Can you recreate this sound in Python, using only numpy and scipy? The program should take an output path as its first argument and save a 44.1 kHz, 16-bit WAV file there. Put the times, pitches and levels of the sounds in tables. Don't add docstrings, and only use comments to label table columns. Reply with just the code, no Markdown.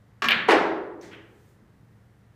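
import sys
import numpy as np
from scipy import signal
from scipy.fft import rfft, irfft
from scipy.io import wavfile

SR = 44100
rng = np.random.default_rng(int(sys.argv[2]) if len(sys.argv) > 2 else 0)


def dump_mix(stems):
    frames = np.atleast_2d(stems).T
    limited = np.clip(frames, -1, 1)
    pcm = np.round(limited * 32767).astype(np.int16)
    wavfile.write(sys.argv[1], SR, pcm)


N = 103635
T = np.arange(N) / SR


def amp(db):
    return 10 ** (np.asarray(db) / 20)

def unit(x):
    return x / np.sqrt(np.sum(x ** 2) + 1e-20)

def read(points, hz):
    pitches, values = np.transpose(points)
    return np.interp(np.log(hz + 1), np.log(pitches + 1), values)

def delayed(x, s):
    return np.concatenate([np.zeros(max(round(s * SR), 0)), x])[:N]

def colour(x, spectrum, tilt_db=0, size=4096):
    hz = np.fft.rfftfreq(size, 1 / SR)
    octaves = np.log2(np.clip(hz, 300, 4000) / 1000)
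    cepstrum = irfft(np.log(amp(read(spectrum, hz) + tilt_db * octaves)))
    cepstrum[1:size // 2] *= 2
    cepstrum[size // 2 + 1:] = 0
    response = irfft(np.exp(rfft(cepstrum)))
    return unit(signal.fftconvolve(x, response)[:N])

def click(spectrum, tilt_db=0):
    return colour(signal.unit_impulse(N), spectrum, tilt_db)

def burst(decay_s, rise_s):
    return rng.choice([-1., 1.], N) * (1 - np.exp(-T / rise_s)) * np.exp(-T / decay_s)

def steady(spectrum):
    hz = np.fft.rfftfreq(N, 1 / SR)
    shaped = rfft(rng.standard_normal(N)) * amp(read(spectrum, hz))
    return unit(irfft(shaped, N)) * np.sqrt(N)

def ring(notes, rise_s):
    sines = sum(amp(db) * np.exp(-np.log(1000) * T / ring_s) * np.sin(2 * np.pi * hz * T)
                for hz, db, ring_s in notes)
    low_cut = signal.butter(3, 190, "high", fs=SR, output="sos")
    return unit(signal.sosfilt(low_cut, (1 - np.exp(-T / rise_s)) * sines))

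def echoed(x, echoes):
    return x + sum(amp(db) * delayed(x, s) for s, db in echoes)


# pitch_hz, ring_s
HALL_FADE = [(80, 0.35), (220, 0.87), (340, 1.41), (600, .98), (1300, 0.84), (2500, 0.59), (4000, 0.56),
             (6500, .48), (10000, .36), (15000, 0.31)]

def hall(x, wet_db, build_s):
    hz, t, noise = signal.stft(rng.choice([-1., 1.], N), SR, nperseg=256)
    fade = np.exp(-np.log(1000) * t / read(HALL_FADE, hz)[:, None])
    tail = signal.istft(noise * fade, SR, nperseg=256)[1][:N]
    swell = 1 - np.exp(-T / build_s)
    return amp(wet_db) * signal.fftconvolve(x, unit(tail * swell))[:N]


# pitch_hz, level_db
AIR_TONE = [(15, -35), (30, -21.5), (60, -8.5), (115, -3), (170, -9), (260, -17), (450, -20.5), (700, -24),
            (1400, -27.5), (1950, -28), (2400, -35.5), (4400, -41.5), (8000, -46), (15000, -50.5)]
# pitch_hz, level_db
HUM_NOTES = [(75.4, -72), (113.5, -62.5), (200, -68.5)]

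def room_tone():
    hum = 0
    for hz, db in HUM_NOTES:
        waver = .6 * steady([(1, 0), (5, -4), (15, -30), (60, -90)])
        hum += amp(db) * np.sqrt(2) * np.sin(2 * np.pi * hz * T + waver)
    return amp(-58) * steady(AIR_TONE) + hum


# pitch_hz, level_db
CLOTH_TONE = [(500, -6), (2000, -1.5), (4500, -2), (7500, -0.5), (11000, -5), (14500, -3.5)]

def hand_slide(peak_s=1.482, rise_s=.24, fall_s=.09):
    width_s = np.where(T < peak_s, rise_s, fall_s)
    swell = np.exp(-((T - peak_s) / width_s) ** 2)
    return amp(-71.5) * swell * steady(CLOTH_TONE)


# pitch_hz, level_db
ROLL_TONE = [(60, -1), (190, 4.5), (300, 6.5), (600, -9), (1800, -23), (3000, -43), (8000, -29)]

def white_roll(peak_s=1.905, width_s=.35):
    swell = np.exp(-((T - peak_s) / width_s) ** 2)
    return amp(-67) * swell * steady(ROLL_TONE)


# start_s, level_db, decay_s, tilt_db_per_octave
BUMP_HITS = [(.235, -8, 0.07, -1.5), (0.357, -9, 0.01, 5.5), (.43, -12, .02, -4), (.53, -5.5, .09, 0),
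             (1.03, -22, 0.086, -13), (1.611, -24, 0.059, -12.5)]
# pitch_hz, level_db
BUMP_TONE = [(30, -25), (60, -12.5), (95, -8.5), (135, 1.5), (220, -0.5), (310, -3), (450, -13), (800, -26),
             (1500, -40), (6000, -72)]

def table_bumps():
    booms = sum(delayed(amp(db) * colour(burst(decay_s, rise_s=.0085), BUMP_TONE, tilt_db), s)
                for s, db, decay_s, tilt_db in BUMP_HITS)
    return booms + hall(booms, wet_db=-6, build_s=.015)


# pitch_hz, level_db
RAIL_TONE = [(100, -23), (330, 4.5), (600, 1.5), (1100, 0), (2000, 6.5), (2800, -4.5), (4000, -1.5),
             (6200, -3), (7500, -6.5), (9000, -10), (11000, -18), (15000, -17)]

def rail_tick(start_s=1.0115):
    tick = amp(-35) * colour(burst(decay_s=.0021, rise_s=.0012), RAIL_TONE)
    wire = amp(-31.5) * ring([(5600, -2, .033), (6270, 0, .032)], rise_s=.0012)
    tail = hall(click(RAIL_TONE), wet_db=-18.5, build_s=.016)
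    return delayed(tick + wire + tail, start_s)


# pitch_hz, level_db
TAP_TONE = [(150, -10), (500, -17), (1100, -4), (1800, 3), (2400, 1), (3200, 0.5), (4000, -18), (6000, -37),
            (10000, -32), (15000, -36)]

def ball_tap(start_s=1.111):
    tap = amp(-26) * colour(burst(decay_s=.0067, rise_s=.0028), TAP_TONE)
    tail = hall(click(TAP_TONE), wet_db=-16, build_s=.012)
    return delayed(echoed(tap, [(.018, 5.6), (.033, 2.6)]) + tail, start_s)


# start_s, level_db
RIM_HITS = [(0.4878, -20.5), (.5165, -16.5)]
# pitch_hz, level_db
RIM_TONE = [(1000, -21.5), (4500, -0.5), (8000, -5), (11500, -5.5), (13500, -12), (15000, -29.5)]

def rim_ticks():
    return sum(delayed(amp(db) * colour(burst(decay_s=.0015, rise_s=.0003), RIM_TONE), s)
               for s, db in RIM_HITS)


# pitch_hz, level_db, ring_s
SHAFT_NOTES = [(231, -21, 0.54), (400, -15, 0.08), (730, -16, .06), (905, -12, 0.088), (1132, 3.5, 0.049),
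               (1375, -8, 0.13), (1657, -1.5, 0.077), (1778, -3, 0.073), (2390, -5, .06), (2722, -10, .04),
               (2925, -1.5, .04), (3296, -6.5, 0.055), (4180, -13.5, .03), (4400, -14, .03)]
# pitch_hz, level_db
TIP_TONE = [(80, -17.5), (250, -11), (420, -4.5), (560, -7.5), (850, -7), (1200, 2), (3000, -2.5),
            (4500, -8), (6200, -14), (7800, -18.5), (9500, -32.5), (15000, -29.5)]
# delay_s, level_db
BLOW_ECHOES = [(0.0215, 1), (0.035, -3)]

def cue_strike(start_s=.2207):
    shaft = amp(4) * ring(SHAFT_NOTES, rise_s=.0033)
    tip = amp(-1.5) * colour(burst(decay_s=.006, rise_s=.00035), TIP_TONE)
    shaft_tail = hall(shaft, wet_db=-2.5, build_s=.025)
    tip_tail = hall(click(TIP_TONE, tilt_db=-1), wet_db=1, build_s=.0067)
    return delayed(echoed(shaft + tip, BLOW_ECHOES) + shaft_tail + tip_tail, start_s)


# pitch_hz, level_db, ring_s
KNOCK_NOTES = [(1750, -9, .018), (2378, -7, 0.031), (2790, 4, 0.0053), (2920, -7.5, .012),
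               (3314, -16.5, 0.0048), (4250, -14.5, 0.014)]
# pitch_hz, level_db
PING_TONE = [(3000, -30), (6000, -14), (8500, -10), (9600, -16), (10700, -1), (12300, -3.5), (13000, -14),
             (14000, -1), (15000, 1)]
# delay_s, level_db
KNOCK_BOUNCES = [(.0015, -6.5), (.0042, -6), (.012, -13), (.0222, -4.5), (.0234, -6.5), (.027, -8),
                 (.0308, -8.5), (.033, -1), (0.0343, -8), (.0372, -7), (.0418, -6)]
PING_BOUNCES = [(.0018, 0.5), (.0205, -11), (.022, -10.5), (.0242, -5), (.026, -9)]
# pitch_hz, level_db
KNOCK_HALL_TONE = [(100, -29), (300, -16), (700, -14), (1200, -10.5), (1700, -0.5), (2500, -2),
                   (3300, -5.5), (4400, -17), (5500, -39), (7000, -43), (9500, -45), (15000, -43)]
PING_HALL_TONE = [(3000, -40.5), (9500, -18.5), (10700, -8), (12400, -6), (13000, -16), (14000, -4),
                  (15000, 6)]

def ball_clack(start_s=.2862, top_hz=6240):
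    contact = signal.butter(3, top_hz, fs=SR, output="sos")
    knock = amp(8) * signal.sosfilt(contact, ring(KNOCK_NOTES, rise_s=.00022))
    ping = amp(-11) * click(PING_TONE)
    early = echoed(knock, KNOCK_BOUNCES) + echoed(ping, PING_BOUNCES)
    knock_tail = hall(click(KNOCK_HALL_TONE), wet_db=11, build_s=.013)
    ping_tail = hall(click(PING_HALL_TONE), wet_db=-14, build_s=.004)
    return delayed(early + knock_tail + ping_tail, start_s)


# pitch_hz, level_db, ring_s
FRAME_NOTES = [(239, -9, .55), (273.5, -8, .8), (323, -2.5, 1.1), (327.4, 0, 1.3), (374.6, -7, 1.2),
               (408.2, 3, 1.2), (421, -7, 0.9), (480, -10, .9), (629, 0, .9), (765, -6, .8), (812, -7, .85),
               (884, -6.5, .85), (951, -4, 0.75), (1045, -1.5, 0.38), (1320, -3.5, .6), (1460, -6.5, 0.53),
               (1946, -3, .45)]

def frame_ring(start_s=.4875):
    return delayed(amp(14) * ring(FRAME_NOTES, rise_s=.018), start_s)


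# pitch_hz, level_db, ring_s
LEATHER_NOTES = [(441, 1.5, 0.064), (590, -7.5, .02), (760, 1.5, .03), (960, 0.5, .035)]

def leather_thud(start_s=.4868):
    return delayed(amp(15) * ring(LEATHER_NOTES, rise_s=.0014), start_s)


# start_s, relative_level_db, decay_s, tilt_db_per_octave
RATTLE_HITS = [(0.4821, 8, 0.013, -1), (0.4869, 13.5, 0.015, 0), (0.4963, 13.5, 0.0081, -2),
               (0.5071, 9.5, 0.0034, 3), (0.5151, 14, 0.018, 1), (.531, 15.5, 0.0036, -4.5),
               (.554, 0.5, 0.0029, -3.5)]
# pitch_hz, level_db
RATTLE_TONE = [(60, -46.5), (150, -30.5), (240, -9.5), (340, -1), (450, -3), (560, -4.5), (900, -3.5),
               (1200, -8), (1900, -7), (3200, -18), (5000, -27), (7000, -36.5), (10000, -41.5),
               (14500, -60)]

def pocket_rattle(tail_start_s=.493):
    hits = sum(delayed(amp(db) * colour(burst(decay_s, rise_s=.0013), RATTLE_TONE, tilt_db), s)
               for s, db, decay_s, tilt_db in RATTLE_HITS)
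    tail = hall(click(RATTLE_TONE, tilt_db=.13), wet_db=14.5, build_s=.015)
    return amp(-4) * hits + delayed(tail, tail_start_s)


def scene():
    shot = cue_strike() + ball_clack()
    pocket = pocket_rattle() + leather_thud() + frame_ring() + rim_ticks()
    afterwards = rail_tick() + ball_tap() + hand_slide() + white_roll()
    return (shot + pocket + afterwards + table_bumps() + room_tone())[None]

def record(dry):
    top_hz = 15300
    treble_cut = signal.firwin(401, top_hz, window=("kaiser", 9), fs=SR)
    return signal.oaconvolve(dry, treble_cut[None], "same")


dry = scene()
out = record(dry)
dump_mix(out)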